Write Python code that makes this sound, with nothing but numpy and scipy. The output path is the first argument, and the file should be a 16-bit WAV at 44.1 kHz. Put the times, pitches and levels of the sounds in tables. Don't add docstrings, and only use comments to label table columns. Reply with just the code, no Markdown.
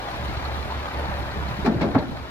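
import sys
import numpy as np
from scipy import signal
from scipy.fft import rfft, irfft, next_fast_len
from scipy.io import wavfile
from scipy.ndimage import uniform_filter1d

SR = 44100
rng = np.random.default_rng(int(sys.argv[2]) if len(sys.argv) > 2 else 0)


def store_wav(level_fs):
    pcm = np.round(np.clip(np.atleast_2d(level_fs), -1, 1) * 32767)
    wavfile.write(sys.argv[1], SR, pcm.T.astype(np.int16))


N = 101429
T, HZ = np.arange(N) / SR, np.fft.rfftfreq(N, 1 / SR)
CRANK_HZ = 11.667
WAVER_HZ = 34.86

# (position [share of a turn], relative strength [dB])
FIRINGS = [(.27, -3.5), (.6, -2.5), (.94, -4)]
# (frequency [Hz], likeness [0-1], left lead [rad], left minus right [dB])
ENGINE_STEREO = [(60, 0.77, 1.5, -7), (134, 0.83, 1, 1), (287, 0.81, 0.2, 1), (664, 0.94, 1, 1.3),
                 (1290, 0.29, 1.81, 0.5), (2200, 0.44, 1.42, 2.5), (2870, 0.51, 2.5, 3),
                 (4070, 0.52, 2.5, 2.5), (9000, 0, 3, 1.5), (15000, 0, 6.5, 2)]
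# (frequency [Hz], likeness [0-1], left lead [rad], left minus right [dB])
BED_STEREO = [(100, 0.87, 0.5, -1), (248, 0.97, -1.5, 1), (690, 1, -0.5, 2.5), (1370, 0.72, 0.62, 2.5),
              (2800, 0.15, -3.5, 4.5), (10000, 0.1, 0.5, -4)]


def exhaust():
    # (time [s], level [dB])
    drone_levels = [(0.0, -64), (0.17, -44), (0.25, -30), (0.32, -46), (0.38, -30), (0.42, -41),
                    (0.46, -32), (0.62, -33), (0.66, -61), (0.76, -29), (0.89, -55), (0.95, -34),
                    (1.02, -28.5), (1.08, -40), (1.13, -31.5), (1.28, -33.5), (1.31, -44), (1.43, -28.5),
                    (1.56, -60), (1.6, -31.5), (1.64, -52), (1.71, -48), (1.765, -27), (1.81, -36),
                    (2.0, -35), (2.08, -50), (2.18, -36), (2.22, -30), (2.26, -58)]
    # (pitch [multiple of the crank rate], level [dB])
    weak_tones = [(5, -43.5), (10, -45.5), (12, -49)]
    # (frequency [Hz], relative level [dB])
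    rumble_colour = [(20, -34), (38, 4), (54, -5), (70, 0), (92, 1.5), (125, -0.5), (180, -4), (260, -12.5),
                     (400, -15), (900, -53)]
    # (time [s], level [dB])
    rumble_levels = [(0, -41.5), (.15, -39), (.27, -31.5), (.45, -38), (.62, -36), (.85, -42), (1.02, -36),
                     (1.3, -35.5), (1.45, -30.5), (1.56, -37), (2.0, -30), (2.3, -40.5)]
    angle = 2 * np.pi * np.cumsum(CRANK_HZ * (1 + 0.0016 * drift(rate_hz=1.2))) / SR
    drone = level(drone_levels) * np.sin(6 * angle + 2 * np.pi * rng.random())
    drone += sum(amp(db) * np.sin(k * angle + 2 * np.pi * rng.random()) for k, db in weak_tones)
    puffs = pulsed(strokes(FIRINGS, decay_s=0.016, spread_db=3.5), share=0.81)
    rumble = level(rumble_levels) * puffs * noise(amp(read(rumble_colour)), ENGINE_STEREO)
    return np.sqrt(2) * drone * amp([[-.5], [.5]]) + rumble


def engine_clatter():
    # (frequency [Hz], relative level [dB])
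    colour = [(150, -9.5), (320, -4.5), (480, -5.5), (600, -3), (690, -2), (920, -1.5), (1200, -5),
              (1750, -7.5), (2400, -13.5), (3000, -15.5), (4000, -15.5), (5200, -24), (8500, -39.5),
              (16000, -43.5)]
    # (time [s], level [dB])
    levels = [(0, -31.5), (.3, -31.5), (1.02, -32.5), (1.3, -33.5), (1.6, -32.5), (2.3, -32)]
    # (time [s], gain [dB])
    upper_gain = [(0, -1.5), (.45, 0), (.65, -0.5), (1.1, 2.5), (1.4, 0.5), (1.9, -0.5), (2.3, -2.5)]
    # (frequency [Hz], width [Hz], level [dB])
    resonances = [(572, 15, -46.5), (807, 27, -48), (898, 27, -48.5), (1006, 25, -50.5), (2338, 40, -54.5)]
    knocks = pulsed(strokes(FIRINGS, decay_s=0.013, spread_db=2.5), share=0.14)
    grain = unit(amp(drift(rate_hz=200)))
    casing = panel_flicker(noise(amp(read(colour)), ENGINE_STEREO))
    upper = irfft(rfft(casing) * np.exp(-((HZ - 1670) / 1350) ** 2), N)
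    clatter = level(levels) * knocks * grain * (casing + (level(upper_gain) - 1) * upper)
    whines = sum(amp(db) * noise(1 / (1 + ((HZ - hz) / width) ** 2), ENGINE_STEREO)
                 for hz, width, db in resonances)
    return clatter + whines


def panel_flicker(sound, flicker_db=2.8, top_hz=5000):
    hz, _, spectra = signal.stft(sound, SR, nperseg=1024, noverlap=768)
    patches = uniform_filter1d(rng.standard_normal(spectra.shape[1:]), size=3, axis=0)
    patches = unit(uniform_filter1d(patches, size=5, axis=1))
    depth_db = flicker_db / (1 + (hz[:, None] / top_hz) ** 2)
    _, flickering = signal.istft(spectra * amp(depth_db * patches), nperseg=1024, noverlap=768)
    return unit(flickering[:, :N])


def injection():
    # (position [share of a turn], relative strength [dB])
    pattern = [(.24, 1), (.32, 10), (.62, 0)]
    # (time [s], level [dB])
    hard_ticks = [(.275, -41.5), (.363, -39), (.446, -39), (.620, -44), (.704, -43), (.878, -54),
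                  (1.046, -43), (1.304, -42), (1.474, -43.5), (1.981, -31.5)]
    # (frequency [Hz], relative level [dB])
    tick_colour = [(1200, -26), (2800, -16), (3600, 2), (4250, 11.5), (4900, -7), (7000, -23),
                   (9000, -41.5), (15000, -55)]
    # (frequency [Hz], relative level [dB])
    fizz_colour = [(7000, -23), (9500, 1), (10600, 6.5), (11300, 1), (12200, 6), (13300, -6), (16000, -18)]
    regular = amp(-57.5) * strokes(pattern, decay_s=0.003, spread_db=0.5)
    hard = sum(amp(db) * blow(start, rise=0.0096, fade=0.055) for start, db in hard_ticks)
    ticks = np.hypot(regular, hard) * noise(amp(read(tick_colour)), ENGINE_STEREO)
    spurts = strokes([(0.14 + k / 3, 0) for k in range(3)], decay_s=0.017, spread_db=4.0)
    return ticks + amp(-64.5) * spurts * noise(amp(read(fizz_colour)), ENGINE_STEREO)


def truck_bed():
    # (time [s], rise [s], boom pitch [Hz], boom level [dB], boom fade [s], thud [dB],
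    # ring [dB], crash [dB], crash fade [s], crash cutoff [Hz], rattle [dB], rattle cutoff [Hz],
    # clang pitch [Hz], clang boost [dB])
    thumps = [(1.655, 0.012, 221.5, -12, 0.15, -31, -22.5, -19, 0.24, 2480, -29.5, 6300, 422, 2),
              (1.806, 0.015, 214.7, -19.5, 0.29, -26, -26.5, -18, 0.27, 1650, -26, 4100, 386, 11.5),
              (1.944, 0.0096, 262.1, -7, 0.039, -18, -27, -14.5, 0.18, 2420, -34.5, 3800, 935, 3)]
    # (time [s], panel pitch [Hz], knock level [dB], rattle level [dB])
    knocks = [(1.502, 130, -33, -62), (1.585, 190, -26.5, -51), (1.644, 388.4, -23.5, -37),
              (1.715, 298, -21.5, -66), (1.755, 115, -19.5, -52), (1.981, 116, -19, -38),
              (2.021, 760, -30, -50), (2.05, 257.7, -33, -60), (2.087, 229, -29, -60)]
    return sum(thump(*row) for row in thumps) + sum(light_knock(*row) for row in knocks)


def thump(start, rise, boom_hz, boom_db, boom_fade, thud_db, ring_db, crash_db, crash_fade,
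          crash_cutoff_hz, rattle_db, rattle_cutoff_hz, clang_hz, clang_db):
    # (frequency [Hz], relative level [dB], fade [s])
    bed_tones = [(124.4, -14, 0.5), (170.2, -1.5, 0.52), (260.8, -3, 0.58), (289.4, -4, 0.7),
                 (342.5, -4.5, 0.76), (390.4, -2, 0.28), (432.7, -2, 0.29), (616, -6, 0.39),
                 (704.6, -5, 0.42), (797, -8, 0.28), (864, -8.5, 0.17), (1084, -6.5, 0.12)]
    # (frequency [Hz], relative level [dB])
    crash_colour = [(50, -6), (100, 2.5), (250, -8.5), (400, -4.5), (520, -5.5), (800, -1.5), (1000, -9),
                    (1400, -7.5), (2000, -15), (2800, -26), (5500, -36), (9000, -50)]
    # (frequency [Hz], relative level [dB])
    hollow_colour = [(100, -19), (190, 6), (270, 12), (380, 3), (480, 9.5), (750, 3), (1300, -25),
                     (5000, -77)]
    boom = amp(boom_db) * blow(start + 1.22 * rise, 1.31 * rise, boom_fade) * steel_tone(boom_hz)
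    thud = amp(thud_db) * blow(start, rise, fade=0.15) * steel_tone(hz=112.9)
    ring = sum(amp(ring_db + db) * blow(start, rise, fade) * steel_tone(hz)
               * unit(amp(4 * drift(WAVER_HZ))) for hz, db, fade in bed_tones)
    clang = clang_db * np.exp(-(np.log2((HZ + 1) / clang_hz) / 0.3) ** 2)
    colour = amp(read(crash_colour) + clang) / np.sqrt(1 + (HZ / crash_cutoff_hz) ** 4)
    steel = noise(colour, BED_STEREO)
    low = irfft(rfft(steel) / (1 + (HZ / 1000) ** 4), N)
    treble = steel - low
    crash = amp(crash_db) * (low * blow(start, rise, crash_fade) + treble * blow(start, rise, fade=0.28))
    hollow = amp(-22.5) * blow(start, rise=0.038, fade=0.34) * noise(amp(read(hollow_colour)), BED_STEREO)
    return boom + thud + ring + crash + hollow + rattle(start, rise * 0.74, rattle_db, rattle_cutoff_hz)


def steel_tone(hz, wobble=0.02486):
    sides = np.array([[0.5], [-0.5]])
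    phase_gap = np.arccos(np.clip(read(BED_STEREO, hz), 0, 1))
    phase = 2 * np.pi * rng.random() + sides * rng.choice([-1, 1]) * phase_gap
    cycles = np.cumsum(hz * (1 + wobble * drift(WAVER_HZ))) / SR
    return np.sqrt(2) * amp(sides * read(BED_STEREO, hz, column=3)) * np.sin(2 * np.pi * cycles + phase)


def light_knock(start, panel_hz, knock_db, rattle_db, rise=0.0075):
    # (frequency [Hz], relative level [dB])
    thud_colour = [(40, -24), (100, 0), (280, 1), (450, -10), (800, -28), (2000, -51)]
    body = steel_tone(panel_hz) + amp(-3) * noise(amp(read(thud_colour)), BED_STEREO)
    knock = amp(knock_db) * blow(start, rise, fade=0.07) * body
    return knock + rattle(start, rise, rattle_db, cutoff_hz=3800)


def rattle(start, rise, db, cutoff_hz):
    # (frequency [Hz], relative level [dB])
    colour = [(800, -24), (2200, 8.5), (3000, -5), (4100, 1.5), (6000, -8.5), (9000, -17), (15000, -11)]
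    softened = amp(read(colour)) / np.sqrt(1 + (HZ / cutoff_hz) ** 4)
    return amp(db) * blow(start, rise, fade=0.15) * noise(softened, BED_STEREO)


def yard_echo(sound, cutoff_hz=600):
    tail = irfft(rfft(rng.standard_normal((2, N))) / (1 + (HZ / cutoff_hz) ** 2), N)
    tail *= blow(start=0.011, rise=0.01, fade=0.7)
    tail /= np.sqrt(np.mean(abs(rfft(tail))[:, HZ < cutoff_hz] ** 2))
    return amp(-13) * signal.fftconvolve(sound, tail, axes=1)[:, :N]


def air_hiss():
    # (frequency [Hz], relative level [dB])
    colour = [(2000, -14), (7000, 7.5), (9000, -3), (13000, 5), (16000, -13)]
    return amp(-60) * noise(amp(read(colour)), ENGINE_STEREO)


def amp(db):
    return 10 ** (np.asarray(db) / 20)


def unit(x):
    return x / np.sqrt(np.mean(x ** 2) + 1e-20)


def read(table, hz=HZ, column=1):
    table = np.array(table, float)
    return np.interp(np.log(hz + 1), np.log(table[:, 0] + 1), table[:, column])


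def level(curve):
    times, db = np.transpose(curve)
    return np.interp(T, times, amp(db))


def drift(rate_hz):
    size = next_fast_len(N)
    hz = np.fft.rfftfreq(size, 1 / SR)
    return unit(irfft(rfft(rng.standard_normal(size)) * np.exp(-(hz / rate_hz) ** 2), size)[:N])


def noise(colour, stereo):
    left, other = rfft(rng.standard_normal((2, N)))
    likeness = np.clip(read(stereo), 0, 1)
    balance = amp(read(stereo, column=3) / 2)
    right = (likeness * left + np.sqrt(1 - likeness ** 2) * other) * np.exp(-1j * read(stereo, column=2))
    return unit(irfft(np.array([left * balance, right / balance]) * colour, N))


def strokes(pattern, decay_s, spread_db):
    power = np.zeros(N)
    rise_s = 0.34 * decay_s
    for turn in np.arange(-1, T[-1] * CRANK_HZ):
        for share, db in pattern:
            age = T - (turn + share) / CRANK_HZ
            live = (age > 0) & (age < 10 * decay_s)
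            shape = np.exp(-age[live] / decay_s) * (1 - np.exp(-age[live] / rise_s))
            power[live] += (amp(db + spread_db * rng.standard_normal()) * shape) ** 2
    return unit(np.sqrt(power))


def pulsed(pulses, share):
    return np.sqrt(1 - share + share * pulses ** 2)


def blow(start, rise, fade):
    age = T - start
    swell = np.sin(np.pi / 2 * np.clip(age / rise, 0, 1)) ** 2
    return swell * np.exp(-np.log(1000) * np.maximum(age - rise, 0) / fade)


def scene():
    hiss = air_hiss()
    bed = truck_bed()
    return exhaust() + engine_clatter() + injection() + hiss + bed + yard_echo(bed)


def record(dry, threshold_db=-21, squeeze=0.34):
    power_db = 10 * np.log10(abs(uniform_filter1d((dry ** 2).mean(0), size=440)) + 1e-12)
    fall_db = 7 * T
    peak_db = np.maximum.accumulate(power_db + fall_db) - fall_db
    over_db = np.maximum(peak_db - threshold_db, 0)
    ducked = dry / amp(squeeze * uniform_filter1d(over_db, size=300))
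    treble_cut = signal.firwin(1023, cutoff=15780, window=("kaiser", 10), fs=SR)
    return signal.oaconvolve(ducked, treble_cut[None], "same")


dry = scene()
out = record(dry)
store_wav(out)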